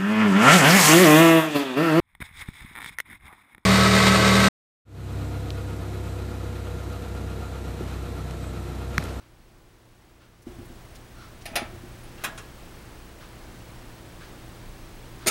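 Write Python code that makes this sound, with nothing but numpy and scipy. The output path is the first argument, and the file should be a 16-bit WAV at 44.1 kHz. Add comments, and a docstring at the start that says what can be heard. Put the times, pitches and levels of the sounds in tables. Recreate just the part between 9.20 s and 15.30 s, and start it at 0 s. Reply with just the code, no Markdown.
"""A slice of bread goes into a chrome toaster, over room air, fridge hum, a far clock and a faint whine.
From 1.2 s the background grows louder, the crust scratches in the slot and the sprung carriage bounces.
Near 2 s the crust squeaks by stick-slip friction, then the slice drops on the wire rack.
At 3 s the lever is taken up with a clack; after a silent travel it snaps into its latch at 6.1 s.
Each impact on rack, lever or latch chatters and excites the damped modes of the steel."""
import sys
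import numpy as np
from scipy import signal
from scipy.fft import rfft, irfft
from scipy.io import wavfile

SR = 44100
rng = np.random.default_rng(int(sys.argv[2]) if len(sys.argv) > 2 else 0)


def digitize_waveform(pressure):
    """Quantize a signal to 16-bit integers and store it at the path in sys.argv[1].

    Rows of a 2-D input are taken as channels; values are limited to [-1, 1].
    """
    field = np.atleast_2d(pressure).T
    bounded = np.clip(field, -1, 1)
    quanta = np.round(bounded * 32767).astype(np.int16)
    wavfile.write(sys.argv[1], SR, quanta)


N = 269010
T = np.arange(N) / SR
AGE = T[:2 ** 14]  # time since a contact


def rack():
    """Impact excitation: the falling slice sets the wire rack ringing."""
    hits = [(2.2548, -37, 1.4764, 13960, 0.0091, -8), (2.331, -45.5, -3, 3200, 0.013, 1.5),
            (2.3553, -24, 1.1, 15500, 0.012, -5)]  # landings: t/s, level/dB, tilt/(dB/octave), cutoff/Hz, chatter/s, ring/dB
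    modes = [(562, -11, 0.293), (660, -2.5, 0.41), (700, -6, .18), (827, -5, 0.24), (1314, -9, 0.32),
             (1405, -13.5, 0.32), (1823, -9, 0.23), (1990, -4, 0.13), (2292, -6, 0.24), (2496, 0.5, 0.11),
             (2856.2, -7, 0.0788), (3550, -7.5, 0.16), (4100, -9.5, 0.14), (4842, -7, 0.1263),
             (6400, -17, .15), (9500, -23.5, 0.23), (9850, -14, 0.21), (10249, -19, 0.1509)]  # rack resonances: f/Hz, level/dB, unscaled T60/s
    colour = [(88, -48.5), (150, -15), (466, -12), (662, -1.5), (998, -14), (1340, -10), (2180, -9.5),
              (2360, -8), (3040, -11.5), (4410, -16.5), (4670, -14), (7620, -23), (10000, -17.5),
              (14800, -29), (16000, -42)]  # impact spectrum: f/Hz, level/dB
    return clack(hits, modes, colour, t60_scale=1.05, room_db=-2)


def lever():
    """Backlash: the lever is touched and strikes steel as it takes up its play."""
    hits = [(2.976, -49.5, 1.5, 5500, 0.0091, -5), (3.0378, -28, 1, 16000, 0.013, -3.5),
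            (3.1755, -40, 2.5, 9800, .012, -5.5)]  # contacts: t/s, level/dB, tilt/(dB/octave), cutoff/Hz, chatter/s, ring/dB
    modes = [(653, -6.5, 0.5), (1069, -4, 0.25), (1168, -11, 0.43), (1303, -6, .28), (1415, -1, 0.2),
             (1614, -8, 0.19), (1672, -2, 0.37), (1940, -6, 0.16), (2250, -9, 0.13), (2500, -0.5, 0.14),
             (2750, -0.5, 0.15), (3140, -8, 0.14), (3305, -5, .15), (5310, -9.5, 0.14), (5841, -14, .14),
             (7600, -12, .18), (9652, -14, .09)]  # lever resonances: f/Hz, level/dB, unscaled T60/s
    colour = [(88, -40), (150, -6), (504, -9.5), (624, -6), (941, -6.5), (1660, -4.5), (2270, -10),
              (2700, -10.5), (4000, -10.5), (4320, -19), (5250, -16.5), (8070, -14), (11300, -17),
              (13700, -17.5), (16000, -36)]  # impact spectrum: f/Hz, level/dB
    return clack(hits, modes, colour, t60_scale=0.78, room_db=-3)


def latch():
    """Impacts in close succession fuse into one snap: the carriage meets its stop and the latch shuts."""
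    hits = [(6.0612, -29, -5, 13000, 0.0066, -1.5), (6.0692, -19, 0, 16000, 0.00641, -10),
            (6.0752, -20, -0.4, 13590, 0.012, -7)]  # contacts: t/s, level/dB, tilt/(dB/octave), cutoff/Hz, chatter/s, ring/dB
    modes = [(219, -9, .15), (354, -8, 0.12), (614, 3.5, 0.085), (1312, 0, 0.32), (2173, -1, .12),
             (2504, -2.5, .15), (4450, -9, .08), (5088.3, -1, .1), (6800, 1, .06), (7390, 0, .15),
             (8581, 9, 0.12), (9100, 1, .15), (11000, -8, .08)]  # latch resonances: f/Hz, level/dB, unscaled T60/s
    colour = [(88, -38.5), (150, -18.5), (376, -9.5), (494, -10), (1100, -11), (1310, -5), (1560, -10),
              (2450, -2.5), (2980, -12), (4320, -4), (5910, -8.5), (6770, 0), (7920, -14), (8730, -4),
              (16000, -15)]  # impact spectrum: f/Hz, level/dB
    return clack(hits, modes, colour, t60_scale=0.66, room_db=-3)


def clack(hits, modes, colour, t60_scale, room_db):
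    """Impact response of a thin shell: dense modes die fast, a few ring on, the kitchen reverberates."""
    decay = [(502, 0.084, 0.53), (2000, 0.13, 0.33), (5000, 0.055, 0.22), (9000, 0.051, 0.16),
             (14000, 0.0623, 0.11)]  # decay by band: f/Hz, shell T60/s, room T60/s
    band_hz, shell_t60, room_t60 = np.transpose(decay)
    out = np.zeros(N)
    for s, db, tilt_db, cutoff_hz, chatter, ring_db in hits:
        rebounds = undb(0.96 * walk(654, AGE))  # tiny rebounds roughen the attack
        shell = band_decay(noise(colour, len(AGE), tilt_db), band_hz, shell_t60, chatter)
        crack = shell * swell(0.0006) * rebounds
        tone = unit(ring(modes, tilt_db, t60_scale, hold=chatter / 2) * swell(0.0084), size=900)
        room = band_decay(noise(colour, len(AGE), tilt_db), band_hz, room_t60) * swell(0.0081)
        blow = crack + undb(ring_db) * tone + undb(room_db) * room
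        softness = signal.butter(4, cutoff_hz, fs=SR, output="sos")  # a softer contact has less treble
        add(out, s, undb(db) * signal.sosfilt(softness, blow))
    return out


def ring(modes, tilt_db, t60_scale, hold, loose_cycles=0.099):
    """Modal superposition: beating pairs decay after the contact; loose parts shake their phase."""
    hz, db, t60 = np.transpose(modes)[:, :, None]
    phase, twin_phase, split = rng.random((len(modes), 3)).T[:, :, None]
    shaken = hz * AGE + loose_cycles * np.array([walk(88, AGE) for _ in modes])
    twin_hz = hz * (1 + 0.029 * (split - .5))
    pair = np.sin(2 * np.pi * (shaken + phase)) + 0.75 * np.sin(2 * np.pi * (twin_hz * AGE + twin_phase))
    return np.sum(undb(db + tilt_db * np.log2(hz)) * fade(t60 * t60_scale, hold) * pair, axis=0)


def carriage():
    """Friction-damped bouncing on a spring: each soft blow excites low body modes and a counter thud."""
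    pushes = [(1.266, -36, -42.5, .117), (2.314, -45.5, -49, .105), (2.416, -36, -47.5, .108),
              (6.068, -38, -38, .11)]  # soft pushes: t/s, body level/dB, thud level/dB, bounce interval/s
    modes = [(89.3, -6.5, 0.29), (208.4, -5, 0.12), (243, 2.5, 0.085), (306, -5, 0.054),
             (351.6, -0.5, 0.15)]  # body resonances: f/Hz, level/dB, unscaled T60/s
    colour = [(15, -31), (25, 1), (92, -0.5), (155, -38), (352, -0.5), (536, -27), (681, -17), (977, -33),
              (1370, -24), (1550, -32), (3000, -37), (3900, -64), (6600, -120)]  # spectrum of the counter's thud: f/Hz, level/dB
    friction_share, extra_thud_loss_db = .32, 3  # losses per bounce
    out = np.zeros(N)
    for s, body_db, thud_db, gap in pushes:
        for bounce in range(3):
            ringing = ring(modes, tilt_db=0, t60_scale=0.95, hold=0.0042, loose_cycles=0.02)
            body = unit(ringing * swell(.004), size=900)
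            thud = noise(colour, len(AGE)) * swell(.005) * fade(0.41, hold=0.033)
            blow = undb(body_db) * body + undb(thud_db - bounce * extra_thud_loss_db) * thud
            add(out, s + bounce * gap, (1 - bounce * friction_share) * blow)
    return out


def crust():
    """Brittle fracture: crumbs break in bursts of tiny impulses, filtered and smeared by the slot."""
    catches = [(1.217, -60.5, 8000, .7), (1.448, -59.5, 10000, .5), (1.748, -50.5, 5000, 1.3),
               (2.21, -52, 4440, 1), (2.833, -55.5, 10200, .14)]  # crust catching on the slot: t/s, level/dB, centre f/Hz, width/octaves
    scratch_s = .015
    out = np.zeros(N)
    for s, db, hz, octaves in catches:
        grains = rng.standard_normal(len(AGE)) * (rng.random(len(AGE)) < .15)
        scratch = unit(shape(grains, lambda f: bell(f, hz, octaves) / np.sqrt(f)))
        add(out, s, undb(db) * scratch * swell(scratch_s / 5) * fade(.06, hold=scratch_s))
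    return out


def squeak():
    """Stick-slip oscillation: crust rubs on steel at an uneven rate, swelling and fading in one arch."""
    harmonics = [0.5, -17, -8, -10]  # harmonics one to four: level/dB
    start_s, length_s, slip_hz, jitter = 1.945, 0.16, 1385, .1
    cycles = np.cumsum(slip_hz * (1 + jitter * walk(900, AGE))) / SR
    tone = sum(undb(db) * np.sin(2 * np.pi * k * cycles) for k, db in enumerate(harmonics, 1))
    arch = np.sin(np.pi * np.minimum(AGE / length_s, 1))
    out = np.zeros(N)
    add(out, start_s, undb(-52) * unit(tone) * arch)
    return out


def clock():
    """Reverberation: a far wall clock is heard mostly through the room, every other beat softer."""
    colour = [(500, -25), (1100, -5.5), (1500, -2), (2000, -11), (3200, -12), (4600, -14.5), (7000, -25),
              (12000, -42)]  # tick spectrum: f/Hz, level/dB
    first_s, period_s = .002, 1.0
    out = np.zeros(N)
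    for beat, s in enumerate(np.arange(first_s, T[-1], period_s)):
        tick = noise(colour, len(AGE)) * swell(0.004) * fade(0.29, hold=0.036)
        add(out, s, undb(-50 if beat % 2 else -51.5) * tick)
    return out


def room_air():
    """Broadband ambient noise, strongest in the bass and wavering slightly."""
    colour = [(12, -22), (20, 5.5), (42, 0), (87, -8), (119, -5), (148, -9), (274, -10.5), (333, -12),
              (439, -13), (1580, -20), (1720, -20.5), (7520, -31.5), (8170, -30.5), (12400, -35.5),
              (15500, -36)]  # air spectrum: f/Hz, level/dB
    air = noise(colour, N)
    air /= np.std(shape(air, lambda f: f > 500))  # the part above 500 Hz sets the level
    return air * undb(-50.5 + 0.27 * walk(3.3))


def fridge():
    """Forced vibration: motor and mains drive low partials that wander in level and phase."""
    partials = [(30, -55.5), (59.3, -55), (89.5, -58), (118.6, -52.3), (150, -65), (177.6, -63.5),
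                (241.5, -66.5), (328.4, -60.5), (359, -63)]  # line spectrum: f/Hz, level/dB before the background gain
    hum = np.zeros(N)
    for hz, db in partials:
        gain = undb(db + 2 * walk(3))
        hum += gain * unit(np.sin(2 * np.pi * hz * T + hz / 400 * walk(7)))
    return hum


def electronics():
    """Amplitude modulation: a thin whine flickers and a lower tone pulses in faint rapid pips."""
    whine_hz, pip_hz, pip_rate_hz = 15735, 7900, 29.975
    whine = undb(-70 + 2.5 * walk(25)) * unit(np.sin(2 * np.pi * whine_hz * T))
    cycle = (T * pip_rate_hz - .15) % 1 - .5
    pips = np.exp(-(cycle / 0.1) ** 2) * np.sin(2 * np.pi * pip_hz * T + .8 * walk(140))
    return whine + undb(-51.5) * pips


def background_gain():
    """A common gain: the whole background steps up twice and swells slowly."""
    steps = [(1.255, 0.016, 7.5), (2.2, 0.37, 2)]  # rises in level: t/s, rise time/s, step/dB
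    start_db, swell_db_per_s = -10, 0.1721
    stepped_db = sum(db * np.clip((T - s) / rise, 0, 1) for s, rise, db in steps)
    return undb(start_db + swell_db_per_s * T + stepped_db)


def undb(db):
    """Level in decibels to amplitude ratio."""
    return 10 ** (np.asarray(db) / 20)


def unit(x, size=None):
    """Normalise to rms 1 over the first samples (all by default)."""
    return x / np.sqrt(np.mean(x[:size] ** 2) + 1e-20)


def shape(x, gain):
    """Zero-phase filtering by a gain that is a function of frequency."""
    hz = np.maximum(np.fft.rfftfreq(len(x), 1 / SR), 1)
    return irfft(rfft(x) * gain(hz), len(x))


def noise(colour, size, tilt_db=0):
    """Gaussian noise with a spectrum of (f/Hz, level/dB) points, tilted by dB per octave."""
    hz, db = np.transpose(colour)
    db = db + tilt_db * np.log2(hz)
    return unit(shape(rng.standard_normal(size), lambda f: undb(np.interp(np.log(f), np.log(hz), db))))


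def bell(f, hz, octaves):
    """Gaussian passband on a log-frequency axis."""
    return np.exp(-.5 * (np.log2(f / hz) / octaves) ** 2)


def fade(t60, hold=0):
    """Exponential decay, 60 dB in t60 seconds, after a hold at full level."""
    return np.exp(-np.log(1000) * np.maximum(AGE - hold, 0) / t60)


def band_decay(x, hz, t60s, hold=0):
    """Frequency-dependent damping: each band dies away at its own rate."""
    bands = (shape(x, lambda f: np.interp(np.log(f), np.log(hz), share)) for share in np.eye(len(hz)))
    return sum(band * fade(t60, hold) for band, t60 in zip(bands, t60s))


def swell(rise_s):
    """First-order build-up from silence."""
    return 1 - np.exp(-AGE / rise_s)


def walk(rate_hz, time=T):
    """Random modulation: straight lines between Gaussian values, with a spread near 1."""
    knots = np.arange(0, time[-1] + 1, 1 / rate_hz)
    return np.interp(time, knots, rng.standard_normal(len(knots)))


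def add(out, s, sound):
    """Superpose a sound, starting at s seconds."""
    i = int(s * SR)
    out[i:i + len(sound)] += sound[:max(N - i, 0)]


def scene():
    """Linear superposition of all sources at one microphone above the counter."""
    toaster = rack() + lever() + latch() + carriage() + crust() + squeak()
    background = clock() + room_air() + fridge() + electronics()
    return (toaster + background * background_gain())[None]


def record(dry):
    """Frequency response: the microphone has a narrow treble dip, and a low-pass limits the band."""
    dip_hz, cutoff_hz = 7850, 15900
    b, a = signal.iirnotch(dip_hz, Q=12, fs=SR)
    coloured = .5 * (dry + signal.lfilter(b, a, dry))
    return signal.sosfilt(signal.ellip(10, .2, 80, cutoff_hz, fs=SR, output="sos"), coloured)


dry = scene()
out = record(dry)
digitize_waveform(out)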